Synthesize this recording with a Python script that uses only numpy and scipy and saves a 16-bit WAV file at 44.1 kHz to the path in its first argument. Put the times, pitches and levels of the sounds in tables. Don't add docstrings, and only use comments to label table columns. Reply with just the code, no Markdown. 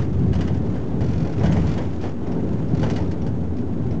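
import sys
import numpy as np
from scipy import signal
from scipy.fft import rfft, irfft, next_fast_len
from scipy.io import wavfile
from scipy.ndimage import map_coordinates

SR = 44100
rng = np.random.default_rng(int(sys.argv[2]) if len(sys.argv) > 2 else 0)


def store_wav(level_fs):
    pcm = np.round(np.clip(np.atleast_2d(level_fs), -1, 1) * 32767)
    wavfile.write(sys.argv[1], SR, pcm.T.astype(np.int16))


N = 176400


def amp(db):
    return 10 ** (np.asarray(db) / 20)


def unit(x):
    return x / np.sqrt(np.mean(x ** 2) + 1e-20)


def curve(rows):
    return np.interp(np.arange(N) / SR, *np.transpose(rows))


def wobble(rate_hz):
    steps = np.linspace(0, N, N // 32)
    knots = rng.standard_normal(int(N * rate_hz / SR) + 4)
    return np.interp(np.arange(N), steps, map_coordinates(knots, [steps * rate_hz / SR]))


def filtered(x, response):
    size = next_fast_len(len(x) + 8192)
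    return irfft(rfft(x, size) * response(np.fft.rfftfreq(size, 1 / SR)), size)[:len(x)]


def noise(colour, size=N, tilt_db_per_octave=0):
    pitch_hz, level_db = np.transpose(colour)
    level_db = level_db + tilt_db_per_octave * np.log2(pitch_hz)
    response = lambda hz: amp(np.interp(np.log(hz + 1), np.log(pitch_hz), level_db))
    return unit(filtered(rng.standard_normal(size), response))


def add(track, start_s, sound):
    part = track[max(0, round(start_s * SR)):][:len(sound)]
    part += sound[:len(part)]


def strike(t, fade_s, attack_s=0.0012):
    return (1 - np.exp(-t / attack_s)) * amp(-60 * t / fade_s)


def cabin(x):
    t = np.arange(SR // 4) / SR
    tail = rng.standard_normal(len(t)) * strike(t, fade_s=0.19, attack_s=0.0022)
    echo = signal.fftconvolve(x, tail / np.linalg.norm(tail))[:len(x)]
    return x + amp(-7) * echo


# time_s, level_db
ROAD_ROUGHNESS = [(0, -20), (.08, -26), (.2, -20.5), (.31, -19.5), (.48, -24.5), (.68, -22), (.9, -28),
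                  (1.02, -19.5), (1.09, -22.5), (1.2, -21), (1.31, -28), (1.45, -19), (1.66, -19.5),
                  (1.78, -26), (2.15, -30), (2.37, -28.5), (2.49, -22), (2.62, -25.5), (2.8, -20.5),
                  (3.03, -26.5), (3.3, -23.5), (3.58, -29), (3.92, -22.5), (4, -24)]
# pitch_hz, level_db
RUMBLE_COLOUR = [(15, -34), (42, -28.5), (60, -15.5), (86, 1.5), (110, -0.5), (165, -2), (250, -9),
                 (400, -22.5), (900, -44), (3000, -120)]
# pitch_hz, level_db
SHUDDER_COLOUR = [(15, -11), (38, -9.5), (54, -4.5), (70, 6), (110, -25.5), (400, -120)]

def tyres():
    road_db = curve(ROAD_ROUGHNESS)
    rumble = amp(road_db) * noise(RUMBLE_COLOUR)
    shudder_db = -38 + 1.5 * (road_db - road_db.mean())
    return rumble + amp(shudder_db) * noise(SHUDDER_COLOUR)


# time_s, level_db
PANEL_DRUMMING = [(0, -32.5), (.12, -34), (.22, -32), (.48, -32), (.72, -32.5), (1.1, -31), (1.33, -31.5),
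                  (1.54, -29.5), (1.68, -32.5), (1.83, -30.5), (1.93, -36), (2.06, -32), (2.16, -35),
                  (2.33, -29), (2.44, -29.5), (2.6, -33), (2.95, -28.5), (3.1, -32.5), (3.45, -35),
                  (3.65, -32.5), (4, -32.5)]
# pitch_hz, level_db
PANEL_COLOUR = [(100, -12), (250, 3.5), (370, 1), (500, -5.5), (720, -10), (950, -15), (1200, -23.5),
                (1550, -25.5), (2200, -35.5), (4000, -42), (8500, -63)]
# pitch_hz, level_db
PANEL_NOTES = [(232, -4.5), (262, -8), (303, -5.5), (378, -7.5), (432, -10.5), (530, -17)]

def body_panels():
    drumming = amp(1.1 * wobble(25.07)) * noise(PANEL_COLOUR)
    drone, t = np.zeros(N), np.arange(N) / SR
    for pitch_hz, level_db in PANEL_NOTES:
        waver = wobble(30) + 1j * wobble(30)
        drone += amp(level_db) * np.real(waver * np.exp(2j * np.pi * pitch_hz * t))
    return amp(curve(PANEL_DRUMMING)) * (drumming + drone)


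# time_s, rate_hz
FIRING_RATE = [(0, 43.5), (1.2, 43.1), (2.0, 43.5), (2.6, 43.5), (3.3, 42), (4, 40.2)]
# multiple_of_firing_rate, level_db
ENGINE_TONES = [(2, -38.5), (3, -48), (4, -38.5), (6, -41)]

def engine():
    rate_hz = curve(FIRING_RATE) * (1 + 0.009 * wobble(11))
    phase = 2 * np.pi * np.cumsum(rate_hz) / SR
    out = np.zeros(N)
    for multiple, level_db in ENGINE_TONES:
        loudness = np.sqrt(2) * amp(level_db + 3.7 * wobble(4.9))
        out += loudness * np.sin(multiple * phase + 2 * np.pi * rng.random())
    return out


# time_s, level_db
JIGGLE_LEVEL = [(0, -46), (.1, -53), (.31, -52), (.4, -45.5), (.65, -49.5), (.97, -51), (1.1, -46),
                (1.33, -48.5), (1.45, -44.5), (1.76, -44), (1.95, -50), (2.045, -45.5), (2.13, -52),
                (2.73, -51), (2.84, -40), (2.97, -51.5), (3.1, -51.5), (3.4, -54), (4, -54.5)]
# pitch_hz, level_db
JIGGLE_COLOUR = [(400, -15.5), (1000, 11), (1800, 6), (2500, 1), (3100, 0.5), (4000, -5.5), (5500, -7),
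                 (7000, -9), (8300, -26.5)]

def jiggle():
    grain = unit(amp(2.0 * wobble(160) + 1.5 * wobble(22)))
    return amp(curve(JIGGLE_LEVEL) - 0.5) * grain * noise(JIGGLE_COLOUR)


def whine_and_hiss():
    pitch_hz = 6667 + 8 * wobble(120)
    whine = np.sqrt(2) * np.sin(2 * np.pi * np.cumsum(pitch_hz) / SR)
    return amp(-77.5) * whine + amp(-68) * rng.standard_normal(N)


# start_s, level_db, tilt_db_per_octave, ring_db
CLACKS = [(.018, -37.5, 1.5, -17), (.331, -35, 2, -4), (.352, -35.5, 1.5, -5), (.408, -30, 1, -9),
          (.476, -31, -1.5, -2.5), (.543, -40.5, 1.5, -8), (0.754, -37.5, -0.5, -12),
          (1.007, -33.5, -1, -9), (1.434, -30.5, 1, -10), (1.457, -26, -0.5, -6), (1.522, -32, 2, -7),
          (1.566, -29, -1, -12), (1.644, -30, -6, -14), (1.777, -31, 0.5, -6), (2.038, -34.5, -1, -9),
          (2.83, -23.5, -2.5, -6.5), (2.899, -29.5, 2.5, -4.5), (2.961, -31, 2, -4), (3.112, -40, 3, -8),
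          (3.265, -35, 0, -5)]
# pitch_hz, level_db
SNAP_COLOUR = [(300, -19), (1500, 7), (3200, 2), (5500, -2), (7000, -3.5), (8000, -4.5)]
# pitch_hz, level_db
CRACK_COLOUR = [(200, -13.5), (500, 13.5), (900, 9.5), (1200, -1.5), (1550, 5.5), (1950, 0.5), (2500, -4.5),
                (3200, -8), (4000, -10), (6000, -11), (7000, -18), (8300, -30)]
# pitch_hz, level_db, fade_s
CLACK_NOTES = [(1527, -5.5, 0.038), (1940, -6, 0.045), (2929, -3.5, 0.043), (3223, -7.5, 0.045),
               (4610, -15, 0.071), (5140, -16, 0.036), (5940, -14.5, 0.015)]

def clacks():
    bounce_s, bounce_db = 0.006, -2.5
    out, t = np.zeros(N), np.arange(SR // 7) / SR
    for start_s, level_db, tilt, ring_db in CLACKS:
        snap = strike(t, fade_s=0.013) * noise(SNAP_COLOUR, len(t))
        add(out, start_s, amp(level_db - 5.5) * snap)
        for delay_s, loss_db in [(0, 0), (bounce_s * rng.uniform(0.76, 1.3), bounce_db)]:
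            crack = strike(t, fade_s=0.067, attack_s=0.00057) * noise(CRACK_COLOUR, len(t), tilt)
            ring = np.zeros(len(t))
            for pitch_hz, note_db, fade_s in CLACK_NOTES:
                loudness = amp(note_db + rng.normal(0, 2)) * strike(t, fade_s)
                detuned_hz = pitch_hz * rng.normal(1, 0.007)
                ring += loudness * np.sin(2 * np.pi * (detuned_hz * t + rng.random()))
            add(out, start_s + delay_s, amp(level_db + loss_db) * cabin(crack + amp(ring_db) * ring))
    return out


# start_s, level_db
TICKS = [(0.128, -51.5), (.262, -51), (.659, -49), (0.885, -57), (1.326, -43.5), (1.378, -59), (1.394, -43),
         (1.541, -51), (1.594, -50.5), (1.815, -48), (1.906, -50), (2.012, -43), (2.028, -49), (2.09, -48),
         (2.268, -48.5), (2.318, -45), (2.684, -50), (2.712, -53), (2.94, -45), (2.975, -48), (3.021, -45),
         (3.074, -49), (3.217, -46), (3.402, -59), (3.567, -49.5), (3.585, -48), (3.908, -45.5),
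         (3.922, -50.5)]
# pitch_hz, level_db
TICK_COLOUR = [(800, -15), (2000, 6.5), (3100, 2.5), (4000, -2.5), (5500, 2), (8300, -23.5)]

def ticks():
    out, t = np.zeros(N), np.arange(SR // 8) / SR
    for start_s, level_db in TICKS:
        add(out, start_s, amp(level_db) * strike(t, fade_s=0.067) * noise(TICK_COLOUR, len(t)))
    return out


# start_s, shove_db, boom_db
BUMPS = [(0.199, -20, -31), (0.384, -18, -27), (1.034, -21, -22.5), (1.145, -32, -20), (1.439, -22, -7.5),
         (1.6, -17, -26), (2.733, -18, -9)]

def bumps():
    shove_hz, boom_hz = 51, 162.5
    out, t = np.zeros(N), np.arange(SR // 4) / SR
    shove = -strike(t, fade_s=0.084, attack_s=0.0022) * np.sin(2 * np.pi * shove_hz * t)
    boom = -strike(t, fade_s=0.15, attack_s=0.0033) * np.sin(2 * np.pi * boom_hz * t)
    for start_s, shove_db, boom_db in BUMPS:
        add(out, start_s, amp(shove_db) * shove + amp(boom_db) * boom)
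    return out


# start_s, level_db
KNOCKS = [(.49, -35), (1.005, -29.5), (1.15, -35.5), (1.245, -30.5), (1.405, -25.5), (1.437, -26.5),
          (1.465, -30.5), (1.49, -27.5), (1.52, -30), (1.551, -25), (1.787, -25), (2.03, -27),
          (2.258, -31.5), (2.318, -38), (2.385, -42), (2.86, -28), (2.9, -30), (2.98, -27)]
# pitch_hz, level_db
KNOCK_COLOUR = [(40, -52), (150, -20.5), (330, 3.5), (540, 6.5), (740, -0.5), (930, -1.5), (1200, -19.5),
                (2000, -12), (4000, -41), (9000, -78)]

def knocks():
    out, t = np.zeros(N), np.arange(SR // 4) / SR
    shape = strike(t, fade_s=0.2, attack_s=0.0039)
    for start_s, level_db in KNOCKS:
        add(out, start_s, amp(level_db) * shape * noise(KNOCK_COLOUR, len(t)))
    return out


# start_s, length_s, level_db
BUZZES = [(1.0155, .29, -41.5), (1.668, .085, -36), (2.747, .26, -41)]
# pitch_hz, level_db
RASP_COLOUR = [(100, -15.5), (500, 1), (1000, -0.5), (2000, 8), (3000, 0), (4200, 1.5), (6200, -2.5),
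               (7200, -7.5), (8300, -21.5)]
# pitch_hz, level_db
TRIM_NOTES = [(1410, 8), (2440, 2), (2920, -3.5), (3400, 0.5), (4320, 0), (4680, -1), (5290, -3.5),
              (5460, -5), (5890, -2), (6650, -14)]

def trim_buzz():
    rasp_db, ring_db = 5, 2.5
    out, t = np.zeros(N), np.arange(SR // 8) / SR
    rate_hz = curve(FIRING_RATE)
    shape = strike(t, fade_s=0.044, attack_s=0.006)
    for start_s, length_s, level_db in BUZZES:
        gap_s = 1 / rate_hz[int(start_s * SR)]
        for tap_s in np.arange(start_s, start_s + length_s, gap_s):
            ring = sum(amp(db) * np.sin(2 * np.pi * (hz * t + rng.random())) for hz, db in TRIM_NOTES)
            tap = amp(rasp_db) * noise(RASP_COLOUR, len(t)) + amp(ring_db) * unit(ring)
            add(out, tap_s, amp(level_db + rng.normal(0, 1.0)) * shape * tap)
    return out


# start_s, pitch_hz, level_db
SQUEAKS = [(1.509, 6500, -45.5), (1.531, 7500, -49)]

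def squeaks(length_s=0.017):
    out, t = np.zeros(N), np.arange(int(length_s * SR)) / SR
    for start_s, pitch_hz, level_db in SQUEAKS:
        add(out, start_s, amp(level_db) * np.hanning(len(t)) * np.sin(2 * np.pi * pitch_hz * t))
    return out


def scene():
    rattles = clacks() + knocks() + cabin(ticks()) + squeaks() + trim_buzz() + jiggle()
    rumble = tyres() + body_panels() + bumps() + engine()
    return (rumble + rattles + whine_and_hiss())[None]


def record(dry):
    top_hz, offset = 8450, -0.0466
    low_pass = lambda hz: 1 / np.sqrt(1 + (hz / top_hz) ** 120)
    return filtered(dry[0], low_pass)[None] + offset


dry = scene()
out = record(dry)
store_wav(out)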